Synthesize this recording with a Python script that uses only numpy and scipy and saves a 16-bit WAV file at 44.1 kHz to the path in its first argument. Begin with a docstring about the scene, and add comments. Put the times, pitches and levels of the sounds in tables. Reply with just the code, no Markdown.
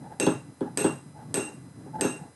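"""A low churning rumble, then a metal spoon clinks brightly on the wall of a small glass. On each turn the
glass rings with a rough, wavering shimmer and bumps the wooden table, which knocks. Between turns the spoon
sticks and slips along the glass with a soft, squeaky scrape. A small room gives the hits a short tail; the
microphone adds hiss, hum and a faint whine."""
import sys
import numpy as np
from scipy import signal
from scipy.fft import rfft, irfft
from scipy.io import wavfile
from scipy.ndimage import uniform_filter1d, map_coordinates

SR = 44100
rng = np.random.default_rng(int(sys.argv[2]) if len(sys.argv) > 2 else 0)


def put_to_file(sound):
    """Save the sound as 16-bit audio at rate SR, in the file named by the first command-line argument."""
    columns = np.atleast_2d(sound).T  # one column per channel
    safe = np.clip(columns, -1, 1)
    whole_steps = np.round(safe * 32767)
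    wavfile.write(sys.argv[1], SR, whole_steps.astype(np.int16))


N = 103635
TIME = np.arange(N) / SR

# colour of the microphone hiss: f/Hz, level/dB
HISS_COLOUR = [(30, -52), (80, 2), (400, 5.5), (1500, -1), (3000, -13.5), (6000, -14), (10000, -5.5),
               (11300, -9), (12500, -95)]
# hum and whine tones: f/Hz, rms level/dB
WHINE_TONES = [(85, -66), (2003, -75.5), (4011, -75.5), (5012, -75), (6013, -80), (8699, -76),
               (11025, -74.5)]
# colour of the low churning: f/Hz, level/dB
CHURN_COLOUR = [(45, -54), (80, -14), (115, 1), (150, 2.5), (200, -5.5), (290, -4), (400, -19.5),
                (600, -24.5), (850, -26.5), (1300, -36), (3000, -49.5)]
# fader ride of the churning: t/s, level/dB
CHURN_RIDE = [(0, -41.5), (0.148, -53.5), (.36, -39), (.44, -49), (0.489, -42.5), (.56, -58), (.72, -43.5),
              (.96, -42), (1.01, -53.5), (1.07, -44), (1.128, -50.5), (1.21, -45.5), (1.32, -39.5),
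              (1.49, -57), (1.55, -44.5), (1.69, -45.5), (1.729, -52), (1.78, -43.5), (1.87, -45),
              (1.97, -41), (2.16, -55), (2.218, -40), (2.35, -65.5)]
# colour of the spoon's scrape: f/Hz, level/dB
SCRAPE_COLOUR = [(300, -15), (650, -17), (780, -7.5), (850, -4.5), (930, -17), (1100, -33), (1650, -24),
                 (2200, -46), (8000, -50)]
# spoon rubs the glass: t/s, length/s, level/dB, scrape trim/dB
RUB_CUES = [(.01, 0.083, -60, 13), (0.094, 0.06, -57.5, 12), (0.645, 0.049, -53, 8.5),
            (1.136, .11, -46.5, -2.5), (1.415, 0.13, -55.5, 3), (1.844, 0.055, -58, 4),
            (1.93, 0.05, -30, -13), (1.982, 0.027, -34.5, -4.5), (2.147, 0.16, -60.5, 8.5)]
# colour of the crack when the spoon makes contact: f/Hz, level/dB
CRACK_COLOUR = [(100, -35), (400, -39), (2500, 22), (5500, 13), (8000, -3.5), (10000, 17.5), (12000, -4.5)]
# tick of a light spoon touch: f/Hz, level/dB, t60/s
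TICK_MODES = [(3416, -11.5, 0.097), (3840, -8.5, 0.018), (4330, -6, 0.013), (8120, -3, 0.024)]
# table top with the glass on it: f/Hz, level/dB, t60/s
TABLE_MODES = [(113, -31.5, 0.23), (133.1, -32.5, 0.34), (170.5, -15.5, 0.16), (245.6, -22, .25),
               (270.9, -21, 0.21), (318, -17, 0.19), (380.5, -16.5, 0.16), (418.5, -16.5, 0.2),
               (525.4, -19.5, 0.14), (618, -29, .2), (824.5, -25.5, 0.16), (1003, -34.5, 0.14),
               (1577, -37.5, 0.066), (1662, -36, 0.34)]
# colour of the room tail after a knock: f/Hz, level/dB
KNOCK_TAIL_COLOUR = [(45, -18), (110, -12), (200, 0), (340, -13.5), (570, -6.5), (700, -8), (860, -2),
                     (1150, -8), (1500, -9), (2100, -21), (3400, -19.5), (4500, -25), (10000, -21.5)]
# glass bumps the table: t/s, knock level/dB, low-pass f/Hz, tick level/dB
KNOCK_CUES = [(0.2011, -12.5, 1500, -51), (0.2264, -8.5, 497, -32), (0.2658, -1, 1870, -24),
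              (0.6075, -7.5, 560, -45.5), (0.777, -24.5, 2500, -37), (.806, -12.5, 493, -33),
              (0.8425, -1, 1870, -29.5), (1.344, -24, 1970, -43), (1.3706, -8.5, 1330, -33),
              (1.788, -29, 49, -83), (1.859, -14, 69, -80), (2.013, -9, 700, -53), (2.043, -5, 1430, -34)]
# the spoon's own short ping: f/Hz, level/dB, t60/s
PING_MODES = [(4860, -31.5, 0.029), (6340, -38, 0.06), (8200, -27, 0.024), (8140, -15.5, 0.0073)]
# ring of glass and spoon: f/Hz, level/dB, build-up/s, base hold/s, t60/s, shimmer f/Hz, shimmer depth
GLASS_MODES = [(2578, -44, 0.0026, 0.064, 0.31, 68, 4.5), (2725, -37.5, .004, 0.041, 0.34, 38.7, 1.8),
               (2762, -35.5, 0.084, 0.13, 0.21, 21.3, 0.75), (3847, -44, 0.008, 0.049, 0.39, 250, 3.6),
               (5560, -50.5, 0.012, 0.21, 0.1, 51.8, 0.71), (6342, -37.5, 0.0058, 0.1, 0.22, 2, 0.43),
               (8165, -35, 0.0023, 0.077, 0.41, 110, 0.91), (8208, -30, .002, 0.093, 0.23, 33.5, 1.5),
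               (10650, -49, .004, 0.044, 0.49, 260, 2.5), (11320, -40.5, 0.0016, 0.0083, 0.36, 82, 0.54)]
# EQ points that shade the ring from clink to clink: f/Hz
RING_EQ_HZ = [2716, 2750, 6342, 8200]
# colour of the room tail after a clink: f/Hz, level/dB
CLINK_TAIL_COLOUR = [(80, -16), (300, 31), (900, 10), (1700, 14.5), (2100, 5), (2600, 9.5), (3200, -1.5),
                     (4600, -2), (6500, 5.5), (7900, 8.5), (8900, -0.5), (11500, -14)]
# spoon strikes the wall: t/s, level/dB, hold factor, then gain/dB at each point of RING_EQ_HZ
CLINK_CUES = [(0.1994, 0.84, 0.79, 4, 1.7, -1.5, -7), (0.7737, 1, 1.02, -2.5, -0.85, -10, -3),
              (1.3422, 0.19, 0.94, -7, 1, -11, -3), (2.0103, 1, 0.83, -0.5, -2.2, -4.5, -5)]


def from_db(db):
    return 10 ** (np.asarray(db) / 20)


def unit_rms(x):
    return x / np.sqrt(np.mean(np.abs(x) ** 2) + 1e-20)


def noise(colour):
    """Noise of the given colour, rms 1."""
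    hz, db = np.transpose(colour)
    bins_hz = np.maximum(np.fft.rfftfreq(N, 1 / SR), 1)
    gain = from_db(np.interp(np.log(bins_hz), np.log(hz), db))
    return unit_rms(irfft(rfft(rng.standard_normal(N)) * gain, N))


def drift(rate):
    """Smooth random modulation through `rate` points a second, rms 1."""
    points, coarse_time = rng.standard_normal(4096), TIME[::32]
    curve = map_coordinates(points, [coarse_time * rate], order=2, mode="wrap")
    return unit_rms(np.interp(TIME, coarse_time, curve))


def fade(t60, hold=0):
    """Envelope that stays up for about the hold time, then falls 60 dB every t60 seconds."""
    return from_db(-60 * (np.sqrt(np.hypot(TIME ** 2, hold ** 2)) - hold) / t60)


def sine(hz):
    return np.sin(2 * np.pi * hz * TIME)


def at(start, sound):
    """Places a sound on the timeline, `start` seconds in."""
    return np.concatenate([np.zeros(int(start * SR)), sound])[:N]


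def microphone_noise():
    """The bed: hiss, a faint hum and a thin electrical whine."""
    whine = sum(np.sqrt(2) * from_db(db) * sine(hz) for hz, db in WHINE_TONES)
    return from_db(-59.5) * noise(HISS_COLOUR) + whine


def low_churn(smooth_s=0.052):
    """A low churning rumble, levelled flat, then ridden up and down."""
    times, db = np.transpose(CHURN_RIDE)
    rumble = noise(CHURN_COLOUR)
    running_rms = np.sqrt(uniform_filter1d(rumble ** 2, int(smooth_s * SR)) + 1e-9)
    return from_db(np.interp(TIME, times, db)) * rumble / running_rms


def spoon_rubs(squeak_hz=858, wander=0.014):
    """The spoon sticks and slips: a wavering squeak in resonant scraping, with a short tail."""
    out = np.zeros(N)
    pitch_hz = squeak_hz * (1 + wander * drift(rate=90))
    squeak = from_db(-3.5) * np.sin(2 * np.pi * np.cumsum(pitch_hz) / SR)
    scrape = noise(SCRAPE_COLOUR)
    for start, length, db, scrape_db in RUB_CUES:
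        stroke = np.sin(np.pi * np.clip(TIME / length, 0, 1))
        tail = from_db(-6) * at(length / 2, fade(t60=0.46))
        out += from_db(db) * at(start, stroke + tail) * (squeak + from_db(scrape_db) * scrape)
    return out


def table_knocks(attack_s=0.0013, spread_db=2.5, bass_build_s=0.018, bass_hz=169):
    """The spoon ticks and the glass bumps the table, ringing wood and room, from deep thud to rap."""
    out = np.zeros(N)
    modes = []
    for k, (hz, db, t60) in enumerate(TABLE_MODES):
        swell = 1 - np.exp(-TIME / bass_build_s * (hz / bass_hz) ** 2)  # bass builds slowly in the room
        modes.append((-1) ** k * from_db(db) * sine(hz) * fade(t60) * swell)
    tick = sum(from_db(db) * sine(hz) * fade(t60) for hz, db, t60 in TICK_MODES)
    tick += from_db(-15) * noise(CRACK_COLOUR) * fade(t60=0.03)
    room_tail = from_db(-25) * noise(KNOCK_TAIL_COLOUR) * fade(t60=0.31, hold=0.0099)
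    attack = 1 - np.exp(-TIME / attack_s)
    for start, knock_db, cutoff_hz, tick_db in KNOCK_CUES:
        wood = sum(from_db(spread_db * rng.standard_normal()) * mode for mode in modes)
        knock = signal.lfilter(*signal.butter(1, cutoff_hz, fs=SR), (wood + room_tail) * attack)
        out += at(start, from_db(knock_db) * knock + from_db(tick_db) * tick)
    return out


def glass_ring(hold_factor, eq_db):
    """The struck glass sings: its modes build up in the room with a rough, wavering shimmer."""
    ring = np.zeros(N)
    for hz, db, build_s, hold_s, t60, shimmer_hz, depth in GLASS_MODES:
        envelope = fade(t60, hold_s * hold_factor) * (1 - np.exp(-(TIME / build_s) ** 2))
        shimmer = 1 + depth * (drift(2 * shimmer_hz) + 1j * drift(2 * shimmer_hz))  # level and phase
        shimmer /= np.sqrt(np.average(np.abs(shimmer) ** 2, weights=envelope ** 2))  # keeps the energy
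        tone = np.imag(shimmer * np.exp(2j * np.pi * hz * TIME))
        ring += from_db(db + np.interp(hz, RING_EQ_HZ, eq_db)) * envelope * tone
    return ring


def spoon_clinks():
    """Metal strikes the glass wall: a crack and a ping up front, then the ring and the room tail."""
    out = np.zeros(N)
    ping = sum(from_db(db) * sine(hz) * fade(t60) for hz, db, t60 in PING_MODES)
    room = from_db(-30.5) * noise(CLINK_TAIL_COLOUR)
    for start, db, hold_factor, *eq_db in CLINK_CUES:
        crack = from_db(-31) * noise(CRACK_COLOUR) * fade(t60=0.026)
        room_tail = room * fade(t60=0.43, hold=0.027 * hold_factor)
        out += from_db(db) * at(start, crack + ping + glass_ring(hold_factor, eq_db) + room_tail)
    return out


def scene():
    """The mono mix: clinks and knocks on top, rubs, churning and hiss underneath."""
    return (spoon_clinks() + table_knocks() + spoon_rubs() + low_churn() + microphone_noise())[None]


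def record(dry, low_cut_hz=70, high_cut_hz=11900):
    """The microphone rolls off the deep bass and cuts the top steeply."""
    low_cut = signal.butter(2, low_cut_hz, "high", fs=SR, output="sos")
    high_cut = signal.ellip(10, 0.2, 80, high_cut_hz, fs=SR, output="sos")
    return signal.sosfilt(high_cut, signal.sosfilt(low_cut, dry))


dry = scene()
out = record(dry)
put_to_file(out)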